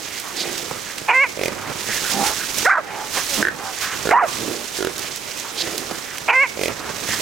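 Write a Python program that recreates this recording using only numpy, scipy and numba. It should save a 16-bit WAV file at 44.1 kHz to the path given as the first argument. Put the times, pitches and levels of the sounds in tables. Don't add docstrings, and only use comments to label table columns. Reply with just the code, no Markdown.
import sys
import numpy as np
from scipy import signal
from scipy.fft import rfft, irfft, next_fast_len
from scipy.io import wavfile
from scipy.ndimage import uniform_filter1d, minimum_filter1d
from numba import njit

SR = 44100
rng = np.random.default_rng(int(sys.argv[2]) if len(sys.argv) > 2 else 0)


def store_pcm(level_fs):
    pcm = np.round(np.clip(level_fs, -1, 1) * 32767).astype(np.int16)
    wavfile.write(sys.argv[1], SR, np.atleast_2d(pcm).T)


N = 317961
BOUT_S = 5.2


def undb(db):
    return 10 ** (np.asarray(db) / 20)


def unit(x):
    return x / np.sqrt(np.mean(np.abs(x) ** 2) + 1e-18)


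def along(points, hz):
    f, value = np.transpose(points)
    return np.interp(np.log(hz + 1), np.log(f), value)


def shape(x, response):
    size = next_fast_len(x.shape[-1])
    hz = np.arange(size // 2 + 1) * SR / size
    return irfft(rfft(x, size) * response(hz), size)[..., :x.shape[-1]]


def resonance(hz, centre_hz, width_hz):
    return 1j * hz * width_hz / (centre_hz ** 2 - hz ** 2 + 1j * hz * width_hz)


def wobble(size, hz):
    return unit(shape(rng.standard_normal(size), lambda f: np.exp(-.5 * (f / hz) ** 2)))


def ring(hz, t60_s, length_s=.08):
    t = np.arange(int(length_s * SR)) / SR
    return np.sin(2 * np.pi * hz * t) * np.exp(-np.log(1000) * t / t60_s)


def burst(hz, width_hz, t60_s, length_s=.08):
    t = np.arange(int(length_s * SR)) / SR
    noise = rng.standard_normal(len(t)) * np.exp(-np.log(1000) * t / t60_s)
    puff = shape(noise, lambda f: resonance(f, hz, width_hz))
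    return puff / np.abs(puff).max()


def add(track, at_s, make):
    for start_s in np.arange(at_s, N / SR, BOUT_S):
        i = max(int(start_s * SR), 0)
        sound = make()[:N - i]
        track[i:i + len(sound)] += sound


# f/Hz, level/dB
AIR_SPECTRUM = [(18, -40), (30, -13.5), (394, 4), (1000, 0), (2030, -2), (3230, -9.5), (6360, -20.5),
                (11900, -23), (15000, -25)]


def air(level_db=-38):
    noise = shape(rng.standard_normal((2, N)), lambda f: undb(along(AIR_SPECTRUM, f)))
    return unit(noise) * undb(level_db)


def scrub_echo(x, wet_db, t60_s, onset_s, centre_hz):
    t = np.arange(SR) / SR
    reflections = rng.standard_normal((2, SR)) * undb(2 * wobble(SR, 135))
    tail = reflections * np.exp(-np.log(1000) * t / t60_s) * (1 - np.exp(-(t / onset_s) ** 2))
    tail = shape(tail, lambda f: np.abs(resonance(f, centre_hz, 2900)))
    tail *= undb(wet_db) / np.sqrt(np.sum(tail[0] ** 2))
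    return signal.fftconvolve(x[None], tail, axes=1)[:, :N]


def crackle(spectrum, per_s, spread_db, cluster_db, cluster_hz, pan_spread=.42):
    out = 0
    clusters = undb(cluster_db * wobble(N, cluster_hz))
    count = int(per_s * N / SR)
    for octave in range(-1, 4):
        at = rng.integers(0, N, count)
        polarity = rng.choice([-1, 1], count)
        size = polarity * undb(spread_db * np.minimum(rng.exponential(size=count), 6))
        pan = pan_spread * rng.standard_normal(count)
        clicks = np.array([np.bincount(at, size * (1 + side * pan), N) for side in (1, -1)])

        def band(f):
            octaves_off = np.abs(np.log2(np.clip(f, 750, 12000) / 1500) - octave)
            return np.sqrt(np.maximum(1 - octaves_off, 0)) * undb(along(spectrum, f))

        out = out + shape(clicks * clusters, band)
    return out / np.std(out.mean(0))


# t/s, level/dB
RUSTLE_LEVELS = [(0, -38.5), (.33, -38), (.52, -34.5), (1.05, -40), (1.65, -41), (1.92, -31), (2.28, -29.5),
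                 (2.48, -33), (2.65, -28), (2.76, -54), (3.0, -40), (3.18, -31.5), (3.41, -29), (3.5, -47),
                 (3.72, -36), (4.05, -34.5), (4.48, -33.5), (4.92, -40), (5.03, -35), (5.2, -40)]
# t/s, lift/dB
TUFT_SWIPES = [(.185, 4.5), (.584, 1), (.986, 1.5), (1.29, 2), (1.443, 8.5), (1.93, 3.5), (2.04, 1),
               (2.12, 3.5), (2.272, 6), (2.587, 3.5), (3.175, 4.5), (3.348, 3.5), (3.752, 0.5),
               (3.826, 5.5), (4.781, 8), (5.165, 3)]
# f/Hz, level/dB
STALK_SPECTRUM = [(500, -12), (1000, -9.5), (2000, -0.5), (3200, 0.5), (4500, -0.5), (6300, 1.5),
                  (8000, -3.5), (10000, -13.5), (16000, -16)]
BLADE_SPECTRUM = [(4000, -4), (7500, -6), (9500, -1.5), (11500, -8), (13000, -5.5), (16000, -12.5)]


def grass(stalk_db=-31.5, blade_db=-37, mid_rustle_db=-34.5, rise_s=.046, fall_s=.049):
    t = np.arange(N) / SR % BOUT_S
    rustle_db = np.interp(t, *np.transpose(RUSTLE_LEVELS)) - mid_rustle_db
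    for at_s, lift_db in TUFT_SWIPES:
        rustle_db += lift_db * np.interp(t, [at_s - rise_s, at_s, at_s + fall_s], [0, 1, 0])
    stalks = crackle(STALK_SPECTRUM, per_s=5000, spread_db=2, cluster_db=1.66, cluster_hz=37)
    blades = crackle(BLADE_SPECTRUM, per_s=6000, spread_db=2.6, cluster_db=1.4, cluster_hz=18)
    return stalks * undb(stalk_db + rustle_db) + blades * undb(blade_db + 1.15 * rustle_db)


# t/s, level/dB
LOW_RUSTLE_LEVELS = [(0, -43), (.3, -48.5), (.72, -38.5), (.9, -45.5), (1.33, -42), (1.53, -34),
                     (1.95, -35), (2.6, -39), (2.8, -47), (2.95, -37), (3.3, -45), (3.52, -32.5),
                     (3.78, -50), (4.0, -31.5), (4.7, -47), (5.03, -35.5), (5.2, -46)]
# f/Hz, level/dB
LOW_RUSTLE_SPECTRUM = [(20, -20), (45, -7), (90, 2.5), (200, 1), (400, 3), (700, -2.5), (1200, 0),
                       (2500, -7), (6000, -39)]


def low_rustle():
    level_db = np.interp(np.arange(N) / SR % BOUT_S, *np.transpose(LOW_RUSTLE_LEVELS))
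    rustle = crackle(LOW_RUSTLE_SPECTRUM, per_s=1500, spread_db=1.7, cluster_db=2.2, cluster_hz=25)
    return rustle * undb(level_db)


# t/s, level/dB
LOW_THUDS = [(0.083, -29), (0.473, -21), (0.711, -16.5), (1.016, -25), (1.7, -22.5), (1.888, -18.5),
             (2.579, -21), (2.628, -19), (3.149, -25), (3.181, -25), (3.411, -25), (4.898, -27)]


def thuds():
    out = np.zeros(N)
    for at_s, db in LOW_THUDS:
        add(out, at_s, lambda: undb(db) * (burst(520, 320, t60_s=.032) + .5 * burst(170, 180, t60_s=.085)))
    return out


# t/s, peak/dB, centre/Hz
STALK_SNAPS = [(0.1755, -21, 2970), (0.1995, -16, 6620), (0.382, -32.5, 4570), (0.394, -21, 3740),
               (0.5794, -11.5, 5140), (0.9824, -14.5, 2890), (1.4285, -27, 4740), (1.448, -19, 5100),
               (2.116, -8, 2630), (2.585, -4, 5710), (2.607, -19, 5870), (3.342, -14, 6730),
               (4.9805, -14, 5200), (4.9934, -15, 5340), (5.16, -16, 5860)]


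def snaps():
    out = np.zeros(N)
    for at_s, db, hz in STALK_SNAPS:
        add(out, at_s, lambda: undb(db) * burst(hz, width_hz=4000, t60_s=.016))
    return out


def breath(half_s, hz, width_hz, flutter_db=2.2):
    size = int(2 * half_s * SR)
    hiss = shape(rng.standard_normal(size), lambda f: np.abs(resonance(f, hz, 1.33 * width_hz)) ** 2)
    return unit(hiss) * np.hanning(size) * undb(flutter_db * wobble(size, 31))


# middle/s, half length/s, level/dB, centre/Hz, nominal width/Hz
BREATHS = [ (0.128, 0.15, -36.5, 2200, 1100), (0.278, 0.083, -34.5, 1060, 700),
           (0.405, 0.059, -22.5, 4070, 1870), (0.46, 0.22, -34.5, 1900, 1200),
           (0.746, 0.11, -35, 1250, 990), (0.91, .11, -35, 1700, 900), (1.661, 0.12, -31, 970, 980),
           (1.915, 0.089, -27, 1840, 450), (1.98, 0.027, -32, 1800, 300), (2.07, 0.067, -30.5, 1460, 400),
           (2.237, 0.17, -28.5, 1240, 590), (2.416, 0.062, -28, 1530, 350), (2.917, 0.087, -33, 1920, 1000),
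           (3.018, 0.1, -36, 1140, 900), (3.179, 0.075, -23.5, 1150, 1320), (3.66, 0.14, -35, 990, 704),
           (3.88, 0.14, -26, 1510, 1010), (5.057, 0.085, -34.5, 2400, 1400)]


def pants(trim_db=-1.5):
    out = np.zeros(N)
    for middle_s, half_s, db, hz, width_hz in BREATHS:
        add(out, middle_s - half_s, lambda: undb(db + trim_db) * breath(half_s, hz, width_hz))
    return out


def voice(course, throat_width_hz, mouth_width_hz, top_hz, leak_db,
          jitter, rasp, rasp_hz, subharmonic, hiss, throb):
    knots_s, *columns = np.transpose(course)
    t = np.arange(knots_s[0], knots_s[-1], 1 / SR)
    pitch_hz, db, rough, throat_hz, mouth_hz, mouth_db = (np.interp(t, knots_s, c) for c in columns)
    rough = np.clip(rough, 0, 1)
    size, out = len(t), 0

    def tract(hz):
        throat = resonance(hz, throat_hz, throat_width_hz)
        mouth = undb(mouth_db) * resonance(hz, mouth_hz, mouth_width_hz)
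        leak = undb(leak_db + mouth_db) / (1 + (hz / 8000) ** 8)
        return (throat - mouth) / (1 + (hz / (top_hz + mouth_hz / 2)) ** 20) + leak

    def flutter(hz):
        return wobble(size, hz) + 1j * wobble(size, hz)

    phase = 2 * np.pi * np.cumsum(pitch_hz * (1 + jitter * rough * wobble(size, 151))) / SR
    for k in np.arange(2, 33) / 2:
        steady = subharmonic * rough if k % 1 else 1
        smear = rasp * rough * flutter(rasp_hz)
        out = out + tract(k * pitch_hz) * (steady + smear) * np.exp(1j * k * phase)
    for hz in np.arange(300, 3400, 150):
        out = out + tract(hz) * hiss * rough * flutter(95) * np.exp(2j * np.pi * hz * t)
    out = out.real / np.sqrt(uniform_filter1d(np.abs(out) ** 2, size=400) / 2 + 1e-12)
    tremor = 1 + throb * rough * wobble(size, 70)
    return signal.windows.tukey(size, .04) * out * undb(db) * tremor


HIGH_VOICE = dict(throat_width_hz=273, mouth_width_hz=234, top_hz=1883, leak_db=-36.5,
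                  jitter=.0686, rasp=.39, rasp_hz=101, subharmonic=.45, hiss=.56, throb=.26)
LOW_VOICE = dict(throat_width_hz=160, mouth_width_hz=42, top_hz=1390, leak_db=-45,
                 jitter=.0556, rasp=.93, rasp_hz=40, subharmonic=.17, hiss=.12, throb=.35)

# start/s, loudest/s, end/s, first pitch/Hz, last pitch/Hz, level/dB,
# roughness/0-1, first throat/Hz, last throat/Hz, mouth/Hz, mouth/dB
WHINE_CALLS = [(2.82, 2.997, 3.09, 804, 865, -31, 0.58, 760, 850, 1500, -22),
               (3.281, 3.34, 3.4, 306, 239, -31.5, 0, 567, 400, 1410, -41),
               (3.548, 3.683, 3.745, 820, 735, -31.5, .5, 820, 750, 1450, -3)]
GROWL_CALLS = [(.31, .47, .78, 177.6, 161.4, -32.5, 0.97, 362, 352, 806, -3.5),
               (2.1, 2.207, 2.34, 195.9, 220, -22, 0.87, 150, 435, 838, 8.5),
               (3.37, 3.389, 3.45, 227.6, 177.5, -22, 0.5, 255, 338, 1400, -28),
               (4.333, 4.474, 4.66, 107.4, 120.6, -28.5, .7, 206, 434, 616, -11)]


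def soft_calls(calls, timbre, arch_db=13.5):
    out = np.zeros(N)
    for start_s, top_s, end_s, first_hz, last_hz, db, rough, throat0_hz, throat1_hz, *mouth in calls:
        t = np.linspace(start_s, end_s, 21)
        pitch_hz = np.linspace(first_hz, last_hz, len(t))
        throat_hz = np.linspace(throat0_hz, throat1_hz, len(t))
        level_db = db - arch_db * np.interp(t, [start_s, top_s, end_s], [1, 0, 1]) ** 1.73
        course = np.column_stack(np.broadcast_arrays(t, pitch_hz, level_db, rough, throat_hz, *mouth))
        add(out, start_s, lambda: voice(course, **timbre))
    return out


def fold_slap(throat_hz, mouth_hz, mouth_db, spit_db):
    throat = .85 * ring(throat_hz * 1.08, t60_s=.024) + .32 * ring(throat_hz * .92, t60_s=.065)
    mouth = ring(mouth_hz * .92, t60_s=.021) - ring(mouth_hz * 1.094, t60_s=.015)
    spit = burst(2900, 2200, t60_s=.018)
    chest = .097 * ring(217, t60_s=.039)
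    slap = -throat - chest + undb(mouth_db) * .7 * mouth + undb(spit_db) * spit
    delay_s = rng.uniform(.0026, .00379)
    ground_bounce = lambda f: 1 + .35 * np.exp(-2j * np.pi * f * delay_s)
    radiation = lambda f: 1j * f / (1j * f + 110)
    return shape(slap, lambda f: radiation(f) * ground_bounce(f))


# start/s, end/s, pulse count, slowing/ratio, level/dB, swell/dB,
# throat/Hz, mouth/Hz, mouth/dB, spit/dB
BOAR_GRUNTS = [(1.3733, 1.4815, 6, .13, -11, 7, 482, 2225, -3, -2.5),
               (3.427, 3.484, 4, -0.42, -22.5, -11.5, 390, 1660, 18.5, 3),
               (4.0548, 4.111, 4, .12, -8, 6, 465, 1550, -0.5, -7),
               (4.788, 4.871, 5, 0.16, -12.5, 5, 418, 1550, -2.5, -1.5)]


def grunts(opening_share=.52, shut_db=-7.5):
    out = np.zeros(N)
    for start_s, end_s, count, slowing, db, swell_db, throat_hz, mouth_hz, mouth_db, spit_db in BOAR_GRUNTS:
        for progress in np.linspace(0, 1, count):
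            at_s = start_s + (end_s - start_s) * (progress - slowing * progress * (1 - progress))
            closure = max(1 - progress / opening_share, 0)
            gain = undb(db - swell_db * closure)
            mute_db = shut_db * closure
            add(out, at_s,
                lambda: gain * fold_slap(throat_hz, mouth_hz, mouth_db + mute_db, spit_db + mute_db))
    return out


# t/s, pitch/Hz, level/dB, roughness/0-1, throat/Hz, mouth/Hz, mouth/dB
SQUEAL_COURSES = [
    [(1.088, 434.7, -10.5, 0.79, 840, 2520, 0), (1.108, 475.3, -5.5, .45, 940, 2500, 4),
     (1.122, 475, -10, .45, 940, 2480, -2), (1.145, 517.3, -13, 0.15, 820, 2160, 7.5),
     (1.19, 525, -7.5, 0, 733, 2130, 8.5), (1.228, 571, -8.5, 0.08, 790, 2280, 8),
     (1.24, 531, -7, 0.17, 880, 2220, 5.5)],
    [(2.656, 474.5, -10.5, 0.2, 614, 1950, -1), (2.668, 681, -7.5, 0, 760, 1650, 15),
     (2.685, 784.5, -7, .2, 776, 1500, 0), (2.693, 590, -10, 0.48, 980, 1350, 12),
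     (2.714, 771, -3.5, .32, 1410, 2140, -4), (2.738, 772, -6, 0.47, 1110, 1620, 3),
     (2.768, 586, -15, 0.76, 1130, 1650, 0), (2.787, 656, -16.5, 0.4, 626, 1420, 4.5)],
    [(4.111, 437.6, -8.5, 0.9, 520, 1870, 7), (4.123, 640, -7, 0.27, 900, 2310, -5),
     (4.138, 900, 2, 0.42, 880, 1900, -18), (4.18, 1017, 9, 0.34, 1000, 1900, -4.5),
     (4.199, 1244, 6, 0.6, 1140, 2080, -26), (4.213, 966, 2, 0.7, 1030, 1820, 1),
     (4.226, 752, -1.5, 0.3, 796, 1700, -19), (4.24, 683, 0, 0.3, 700, 1750, -22)],
]


def squeals(attack_s=.011, scoop=.92, release_s=.03, sag=.81, edge_db=-22, fray=.12):
    def edge(knot, shift_s, bend):
        at_s, pitch_hz, db, rough, *tract = knot
        return (at_s + shift_s, pitch_hz * bend, db + edge_db, rough + fray, *tract)

    out = np.zeros(N)
    for body in SQUEAL_COURSES:
        course = [edge(body[0], -attack_s, scoop), *body, edge(body[-1], release_s, sag)]
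        add(out, course[0][0], lambda: voice(course, **HIGH_VOICE))
    return out


# f/Hz, level/dB
MIC_BALANCE = [(40, -1), (90, -3), (180, -7), (350, -12.5), (700, -5), (1400, -2.7), (2600, -3.7),
               (5500, -9), (9000, -4.2), (13500, -11)]
# f/Hz, phase/rad
MIC_PHASE = [(30, 0), (120, 0), (260, -.4), (520, .8), (1210, .2), (2670, -.1), (7500, .2), (16000, 0)]


def microphone(field):
    balance = lambda f: 2 / (1 + undb(np.outer([-1, 1], along(MIC_BALANCE, f))))
    phase = lambda f: np.exp(.5j * np.outer([1, -1], along(MIC_PHASE, f)))
    return shape(field, lambda f: balance(f) * phase(f))


def scene(ground_pan_db=-1.53):
    calls = squeals() + soft_calls(WHINE_CALLS, HIGH_VOICE) + soft_calls(GROWL_CALLS, LOW_VOICE) + pants()
    boar = grunts()
    background = air()
    call_echo = scrub_echo(calls, wet_db=-33, t60_s=.55, onset_s=.015, centre_hz=2400)
    boar_echo = scrub_echo(boar, wet_db=-15.5, t60_s=.13, onset_s=.012, centre_hz=500)
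    ground = grass() + low_rustle() + thuds() + snaps()
    ground *= undb(np.array([[1], [-1]]) * ground_pan_db / 2)
    return microphone(background + call_echo + boar_echo + ground + calls + boar)


@njit
def follow(x, attack, release):
    out, level = np.empty(len(x)), 0.
    for i in range(len(x)):
        level += (x[i] - level) * (attack if x[i] > level else release)
        out[i] = level
    return out


def record(dry, ceiling_db=-6.5, attack_s=.00037, hold_s=.014, release_s=.011, top_hz=16000):
    level = follow(np.abs(dry).max(0), 1 / (attack_s * SR), 1 / (release_s * SR))
    reach = int(hold_s * SR / 2)
    held = -minimum_filter1d(-level, size=2 * reach + 1, origin=reach)
    limited = dry / (1 + (held / undb(ceiling_db)) ** 4) ** (1 / 4)
    lowpass = signal.ellip(10, .1, 80, top_hz, fs=SR, output="sos")
    return signal.sosfilt(lowpass, np.clip(limited, -1, 1))


dry = scene()
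out = record(dry)
store_pcm(out)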